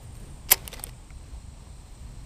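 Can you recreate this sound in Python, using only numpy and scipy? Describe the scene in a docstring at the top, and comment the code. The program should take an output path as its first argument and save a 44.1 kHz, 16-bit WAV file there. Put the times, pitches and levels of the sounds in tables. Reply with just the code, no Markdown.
"""Baitcasting reel at the pond

A baitcasting reel close to the microphone, at the edge of a pond. The handle is turned: grainy noise is
the gears scraping, and one sharp clack of noise bursts and damped modes is their snap into mesh, which
rings the rod. Then the reel ticks and rubs as line is wound in. Behind it are shaped noise for a low
rumble, soft open air and buzzing insects, one nearer insect's wavering tone and a faint thin whine."""
import sys
import numpy as np
from scipy.fft import rfft, irfft, next_fast_len
from scipy.io import wavfile
from scipy.ndimage import map_coordinates

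SR = 44100
rng = np.random.default_rng(int(sys.argv[2]) if len(sys.argv) > 2 else 0)


def log_audio(samples):
    """Write samples as a 16-bit WAV file to the path given in sys.argv[1]."""
    # one column per channel
    frames = np.atleast_2d(samples).T
    # limit to full scale, then quantise
    limited = np.clip(frames, -1, 1)
    pcm = np.round(limited * 32767).astype(np.int16)
    wavfile.write(sys.argv[1], SR, pcm)


N = 99269  # length in samples


def amp(db):
    """Decibels to a linear factor."""
    return 10 ** (np.asarray(db) / 20)


def unit(x):
    """Scale to an rms of 1."""
    return x / np.sqrt(np.mean(x ** 2) + 1e-20)


def clock():
    """Time of every sample in seconds."""
    return np.arange(N) / SR


def curves(rows):
    """One value per sample for each column after the time."""
    s, *columns = np.transpose(rows)
    return [np.interp(clock(), s, column) for column in columns]


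def wobble(rate):
    """A smooth random curve, rate knots a second."""
    knots = rng.standard_normal(N // 4)
    return map_coordinates(knots, [clock() * rate], mode="wrap")


def noise(colour, tilt_db=0):
    """Noise of rms 1 with a (hz, db) colour, tilted in dB per octave about 1 kHz."""
    hz = np.fft.rfftfreq(N, 1 / SR) + 1  # 1 Hz up, so the logarithm exists at zero
    colour_hz, colour_db = np.transpose(colour)
    shape_db = np.interp(np.log(hz), np.log(colour_hz), colour_db)
    octaves = np.log2(np.maximum(hz, 500) / 1000)  # no further tilt below 500 Hz
    random_phase = np.exp(2j * np.pi * rng.random(len(hz)))
    return unit(irfft(amp(shape_db + tilt_db * octaves) * random_phase, N))


def placed(s, shape):
    """A sound of a third of a second, given as a function of its own time, that starts at s."""
    first, size = int(np.ceil(s * SR)), SR // 3
    out = np.zeros(N + SR)
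    out[first:first + size] = shape((first + np.arange(size)) / SR - s)
    return out[:N]


def fall(t, t60, hold, attack):
    """Envelope of a contact: quick rise, hold, exponential fall of 60 dB in t60 seconds."""
    rise = 1 - np.exp(-t / attack)
    return rise * np.exp(-np.log(1000) * np.maximum(t - hold, 0) / t60)


def blow(s, t60, hold=0., attack=0.00025):
    """The envelope of one contact at s."""
    return placed(s, lambda t: fall(t, t60, hold, attack))


def ring(s, hz, t60, attack):
    """One damped mode, a sine that dies away from s."""
    return placed(s, lambda t: fall(t, t60, 0, attack) * np.sin(2 * np.pi * hz * t))


def swell(s, width):
    """A bell-shaped rise and fall, down to 1/e at width seconds either side of s."""
    return np.exp(-((clock() - s) / width) ** 2)


def friction(levels, colour, grain_db, grain_rate):
    """Rubbing surfaces: coloured noise with a random grain, following a (start_s, level_db) curve."""
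    level_db, = curves(levels)
    moving = (clock() > levels[0][0]) & (clock() < levels[-1][0])
    grain = amp(grain_db * wobble(grain_rate))
    return moving * amp(level_db) * unit(noise(colour) * grain)


def outdoors():
    """Open air over a low uneven rumble, with far insects: three noises, each of its own colour."""
    # open air: hz, db
    air_colour = [(100, -24.5), (200, 12), (350, 10), (600, 9.5), (900, 9.5), (1120, 6.5), (1400, 0.5),
                  (2500, 1), (3700, -1), (4700, -2.5), (5700, -2.5), (6500, -5), (9000, -10.5),
                  (10500, -13.5), (15000, -15.5)]
    # low rumble: hz, db
    rumble_colour = [(10, -15), (25, -1), (42, 3.5), (58, 2.5), (75, 1), (97, -8), (120, -2), (160, -12),
                     (220, -16), (320, -23), (600, -53.5), (2000, -79)]
    # level of the rumble: start_s, level_db
    rumble_levels = [(0, -45), (.06, -41), (.29, -43), (.345, -38.5), (.385, -45), (.52, -39.5),
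                     (.6, -45.5), (.64, -39.5), (.705, -46.5), (.77, -40.5), (.9, -42), (1.03, -47),
                     (1.11, -41), (1.25, -44), (1.31, -38.5), (1.37, -44.5), (1.47, -41.5), (1.86, -45),
                     (2.0, -42.5), (2.25, -42)]
    # insects farther off in the reeds: hz, db
    far_insect_colour = [(3000, -42), (3850, -11), (4150, -1), (4500, -11), (5100, -14), (5700, -6.5),
                         (6200, -25), (8000, -55)]
    air = amp(-56.5 + wobble(8.1)) * noise(air_colour)  # dB, wobbling by about 1 dB
    rumble_db, = curves(rumble_levels)
    rumble = amp(rumble_db - 0.3 * wobble(10)) * noise(rumble_colour)
    # the far insects fade in as the microphone turns to the reeds
    turn_start_s, turn_length_s, far_insects_db = 0.94, 0.16, -68.5
    facing = np.clip((clock() - turn_start_s) / turn_length_s, 0, 1)
    return air + rumble + facing * amp(far_insects_db) * noise(far_insect_colour)


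def insects():
    """A blurred chorus of noise and one nearer insect whose pitch and level follow each wing stroke."""
    # chorus in the reeds: hz, db
    chorus_colour = [(3000, -47.5), (6400, -22), (7000, -4.5), (7700, 0), (8500, 1), (9000, -2.5),
                     (9400, -21.5), (10500, -40)]
    # nearest insect: start_s, level_db, carrier_hz
    singer_curve = [(0, -66, 8750), (.18, -62, 8800), (.32, -62.5, 8820), (.45, -68.5, 8740),
                    (.8, -66, 8750), (1.1, -72, 8520), (2.25, -73, 8450)]
    wing_rate_hz, wing_sweep_hz, pitch_blur_hz, chorus_db = 40.2, 260, 130, -62.5
    level_db, carrier_hz = curves(singer_curve)
    wing_hz = wing_rate_hz * (1 + .04 * wobble(12))
    stroke = np.sin(2 * np.pi * np.cumsum(wing_hz) / SR)
    pitch_hz = carrier_hz + wing_sweep_hz * stroke + pitch_blur_hz * wobble(820)
    tone = np.sin(2 * np.pi * np.cumsum(pitch_hz) / SR)
    flutter = amp(2.6 * stroke + 2 * wobble(200))
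    singer = amp(level_db) * unit(flutter * tone)
    chorus = amp(chorus_db + 0.68 * wobble(70)) * noise(chorus_colour)
    return singer + chorus


def handling():
    """Arms and hands: damped modes for taps, soft noise for brushing and arms, a low sine for a jolt."""
    # hush of the moving arms: start_s, level_db
    arm_levels = [(0, -61), (.07, -55.5), (.13, -61), (.22, -51.5), (.33, -54), (.45, -58.5), (.62, -55.5),
                  (.9, -62), (1.05, -69.5), (1.2, -93)]
    # colour of the arms: hz, db
    arm_colour = [(60, -13.5), (130, 2), (190, 1.5), (300, -5.5), (480, -9.5), (700, -18.5), (3000, -28.5),
                  (15000, -37)]
    # soft hiss of the hands on the grip: centre_s, level_db, half_width_s
    brushes = [(0.032, -60, 0.016), (.16, -61, 0.018), (0.206, -62, 0.015), (0.267, -72, .014)]
    # colour of that hiss: hz, db
    brush_colour = [(500, -8), (9000, -3), (12500, -2), (14700, 1), (16000, -6)]
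    # soft knocks of hand and handle on the rod: start_s, level_db, pitch_hz, t60_s
    tap_rows = [(.677, -34, 1310, 0.015), (.730, -40, 520, 0.063), (.7785, -45, 2000, .06),
                (.795, -34.5, 820, 0.033), (.868, -42, 477, .04), (.9335, -46, 2350, .016),
                (1.1055, -42.5, 1397, 0.013), (1.347, -43, 760, 0.021), (1.568, -45, 950, .018),
                (1.606, -41, 930, 0.021), (1.670, -44, 1020, .018), (1.6705, -46, 620, .02)]
    arms = friction(arm_levels, arm_colour, grain_db=2.5, grain_rate=38.7)
    brush = sum(amp(db) * swell(s, width) for s, db, width in brushes) * noise(brush_colour)
    # a low soft jolt just after the clack
    jolt_s, jolt_width_s, jolt_db, jolt_hz = 0.6, 0.027, -39, 34
    sway = np.sin(2 * np.pi * jolt_hz * (clock() - jolt_s))
    jolt = amp(jolt_db) * swell(jolt_s, jolt_width_s) * sway
    taps = sum(amp(db) * ring(s, hz, t60, attack=.0006) for s, db, hz, t60 in tap_rows)
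    rough_taps = taps * (1 + 0.42 * wobble(700))
    return arms + brush + jolt + rough_taps


def ticks():
    """Each tick has a woody body, a shorter metallic ping and one mode that rings on."""
    # ticks of reel and line: start_s, body_db, ping_db, body_t60_s, mode_hz, mode_db
    tick_rows = [(0.153, -49, -55, .009, 7600, -51), (.169, -55, -52, .012, 3900, -52),
                 (.362, -63, -58, .01, 8000, -54), (.4874, -38.5, -63, .014, 2900, -40),
                 (0.4927, -32.5, -42, 0.015, 5200, -36), (.578, -44.5, -52, 0.018, 2350, -44),
                 (.656, -48, -51, .008, 5400, -54), (0.6773, -31, -25, 0.0094, 3000, -29),
                 (.6825, -47, -53, .01, 6000, -46), (0.719, -44, -49, .01, 3900, -52),
                 (0.729, -34, -54, 0.014, 3600, -30), (0.7375, -32, -37.5, 0.0087, 5540, -38),
                 (0.7413, -37.5, -48, 0.02, 2040, -37), (0.7688, -44, -61, 0.014, 5200, -45),
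                 (0.7952, -35.5, -43.5, 0.014, 4620, -33), (0.83, -50, -58, .02, 3660, -49),
                 (.8387, -34, -22.5, 0.0066, 5000, -33), (0.8442, -50, -54, .008, 2250, -48),
                 (0.8676, -40, -51, 0.011, 2210, -44), (0.889, -48, -52, 0.011, 5400, -54),
                 (.893, -42, -52, .016, 1970, -46.5), (1.1044, -50, -64, 0.011, 2200, -37),
                 (2.119, -72, -57, 0.0084, 14300, -63), (2.237, -68, -58, .008, 10800, -60)]
    # colour of the bodies: hz, db
    body_colour = [(100, -14), (450, -3.5), (850, 2), (1300, -1), (1700, -9), (2200, 0.5), (2800, 0),
                   (3900, -3), (5300, -1), (6000, -2.5), (6700, -12.5), (7800, -2.5), (9500, -18),
                   (16000, -27.5)]
    # colour of the pings: hz, db
    ping_colour = [(1000, -25), (7000, -22.5), (8900, 5), (9700, -11), (10200, 0), (10800, -7), (11800, 0),
                   (13200, -3), (14500, -12.5), (16000, -24)]
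    body, ping, modes = 0, 0, 0
    for s, body_db, ping_db, t60, hz, mode_db in tick_rows:
        body = body + amp(body_db) * blow(s, t60, hold=0.000808)
        ping = ping + amp(ping_db) * blow(s, 0.65 * t60, hold=.0008)
        modes = modes + amp(mode_db) * ring(s, hz, 1.3 * t60, attack=.0003)
    return body * noise(body_colour) + ping * noise(ping_colour) + modes


def winding():
    """Teeth scrape as they mesh and the gear train rubs on: two grainy friction noises."""
    # gear teeth scraping around the clack: start_s, level_db
    scrape_levels = [(.484, -70.5), (.497, -46.5), (.5025, -49), (.505, -32), (.513, -29), (.524, -21.5),
                     (.532, -27.5), (.543, -27), (.549, -46), (.565, -60.5), (.6, -81)]
    # colour of the scrape: hz, db
    scrape_colour = [(100, -18.5), (450, -2.5), (900, -3), (1400, -9.5), (2300, -0.5), (3800, -5),
                     (5200, 1.5), (6300, -8), (7100, -5), (8500, -9), (13000, -15), (16000, -17)]
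    # rubbing of the turning reel: start_s, level_db
    rub_levels = [(.48, -67), (.55, -47), (.585, -50.5), (.612, -54), (.655, -51.5), (.685, -53.5),
                  (.711, -55.5), (.735, -43), (.756, -51.5), (.79, -49.5), (.805, -51.5), (.822, -60),
                  (.845, -44), (.859, -61), (.872, -49), (.9, -64), (.93, -78)]
    # colour of the rubbing: hz, db
    rub_colour = [(100, -11.5), (450, 7), (850, 3.5), (1700, -4), (2100, 1), (2800, -2), (3550, 0),
                  (4100, -5), (5200, -4), (6500, -10), (9000, -15.5), (14000, -13.5), (16000, -21)]
    scrape = friction(scrape_levels, scrape_colour, grain_db=3, grain_rate=900)
    rub = friction(rub_levels, rub_colour, grain_db=2, grain_rate=450)
    return scrape + rub


def strike(s, tilt_db, t60):
    """Steel on steel: a hard crack of noise and the short ring of the reel's parts."""
    # colour of the crack before its tilt: hz, db
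    crack_colour = [(100, -36), (400, -24), (760, -7.5), (1080, -4), (1500, -12.5), (2200, -2.5),
                    (3000, -2.5), (3800, -13), (5000, 1), (5700, 0), (6350, -8.5), (7300, 1.5), (7900, 0),
                    (9400, -4), (10150, 2), (10750, -8.5), (11400, 4.5), (13200, 0), (14700, -3.5),
                    (16000, -18)]
    # short modes of the reel's metal parts before tilt, relative to the metal level: pitch_hz, db, t60_s
    metal_modes = [(2170, -13.5, .016), (2770, -18, .012), (4980, -14, .02), (5480, -16.5, .014),
                   (7380, -14, .014), (8280, -13.5, 0.01), (9230, -12, .012), (10110, -12, .015),
                   (11650, -14, .011), (12500, -11, .01), (13200, -11, .014), (14530, -14, .01)]
    metal_db, pivot_hz = -2, 11000  # the tilt leaves a mode at the pivot unchanged
    crack = blow(s, t60, hold=.0007) * noise(crack_colour, tilt_db)
    metal = 0
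    for k, (hz, db, life) in enumerate(metal_modes):
        level = amp(db + tilt_db * np.log2(hz / pivot_hz))
        metal = metal + (-1) ** k * level * ring(s, hz, life, attack=0.00033)  # alternating sign
    return crack + amp(metal_db) * metal


def clack():
    """The gears snap in with a burst of strikes that thud through the grip and ring the rod."""
    # strikes of the gears: start_s, level_db, tilt_db_per_octave, crack_t60_s
    strike_rows = [(0.5057, -25.5, 0, 0.014), (0.5102, -18.5, -1.5, 0.0095), (.5158, -10, 0, 0.0087),
                   (0.5189, -2, 1, 0.0056), (0.5194, -8, -2.5, .01), (0.5238, -1.5, 3.5, 0.0044),
                   (0.5294, -26, 0, 0.014)]
    # ringing of rod and reel frame, levels before about 1 dB of random spread: pitch_hz, level_db, t60_s
    rod_modes = [(382.5, -33, .19), (470.5, -33, 0.11), (549, -29, 0.028), (761, -15.5, .032),
                 (910, -33.5, .19), (1018, -18.5, 0.036), (1087, -41.5, .26), (2035, -42.5, .17),
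                 (2250, -32, .04), (3645, -42.5, 0.072), (4634, -36, .06), (4980, -24.5, 0.044),
                 (5200, -29.5, .075), (5520, -30, .06), (7100, -34, .05)]
    rod_start_s = .5195
    strikes = sum(amp(db) * strike(s, tilt, t60) for s, db, tilt, t60 in strike_rows)
    rod = 0
    for hz, db, t60 in rod_modes:
        rod = rod + amp(db + rng.normal()) * ring(rod_start_s, hz, t60, attack=0.00099)
    fluttering_rod = rod * (1 + 0.14 * wobble(200))
    thud = amp(-15.5) * ring(.5255, hz=548, t60=.012, attack=.0006)
    return strikes + fluttering_rod + thud


def whine():
    """A faint thin whine: one sine that glides up and down, then falls away."""
    # path of the whine: start_s, pitch_hz, level_db
    whine_curve = [(1.68, 12000, -92), (1.76, 11900, -84), (1.825, 14120, -83), (1.88, 13200, -81),
                   (1.97, 13940, -79), (2.04, 13100, -79), (2.1, 11030, -79.5), (2.13, 10480, -100)]
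    glide_hz, level_db = curves(whine_curve)
    pitch_hz = glide_hz + 50 * wobble(400)
    tone = unit(np.sin(2 * np.pi * np.cumsum(pitch_hz) / SR))
    return (clock() > whine_curve[0][0]) * amp(level_db) * tone


def scene():
    """Everything at the pond, added up on one channel."""
    return (outdoors() + insects() + handling() + ticks() + winding() + clack() + whine())[None]


def record(dry):
    """The microphone rounds off the loudest peaks, then a steep filter takes away the top."""
    peak_limit, band_limit_hz = 0.97, 15250
    held = dry / (1 + np.abs(dry / peak_limit) ** 6) ** (1 / 6)
    size = next_fast_len(N + SR // 4)  # padded so the filter does not wrap round
    hz = np.fft.rfftfreq(size, 1 / SR)
    lowpass = 1 / np.sqrt(1 + (hz / band_limit_hz) ** 240)
    return irfft(rfft(held, size) * lowpass, size)[:, :N]


dry = scene()
out = record(dry)
log_audio(out)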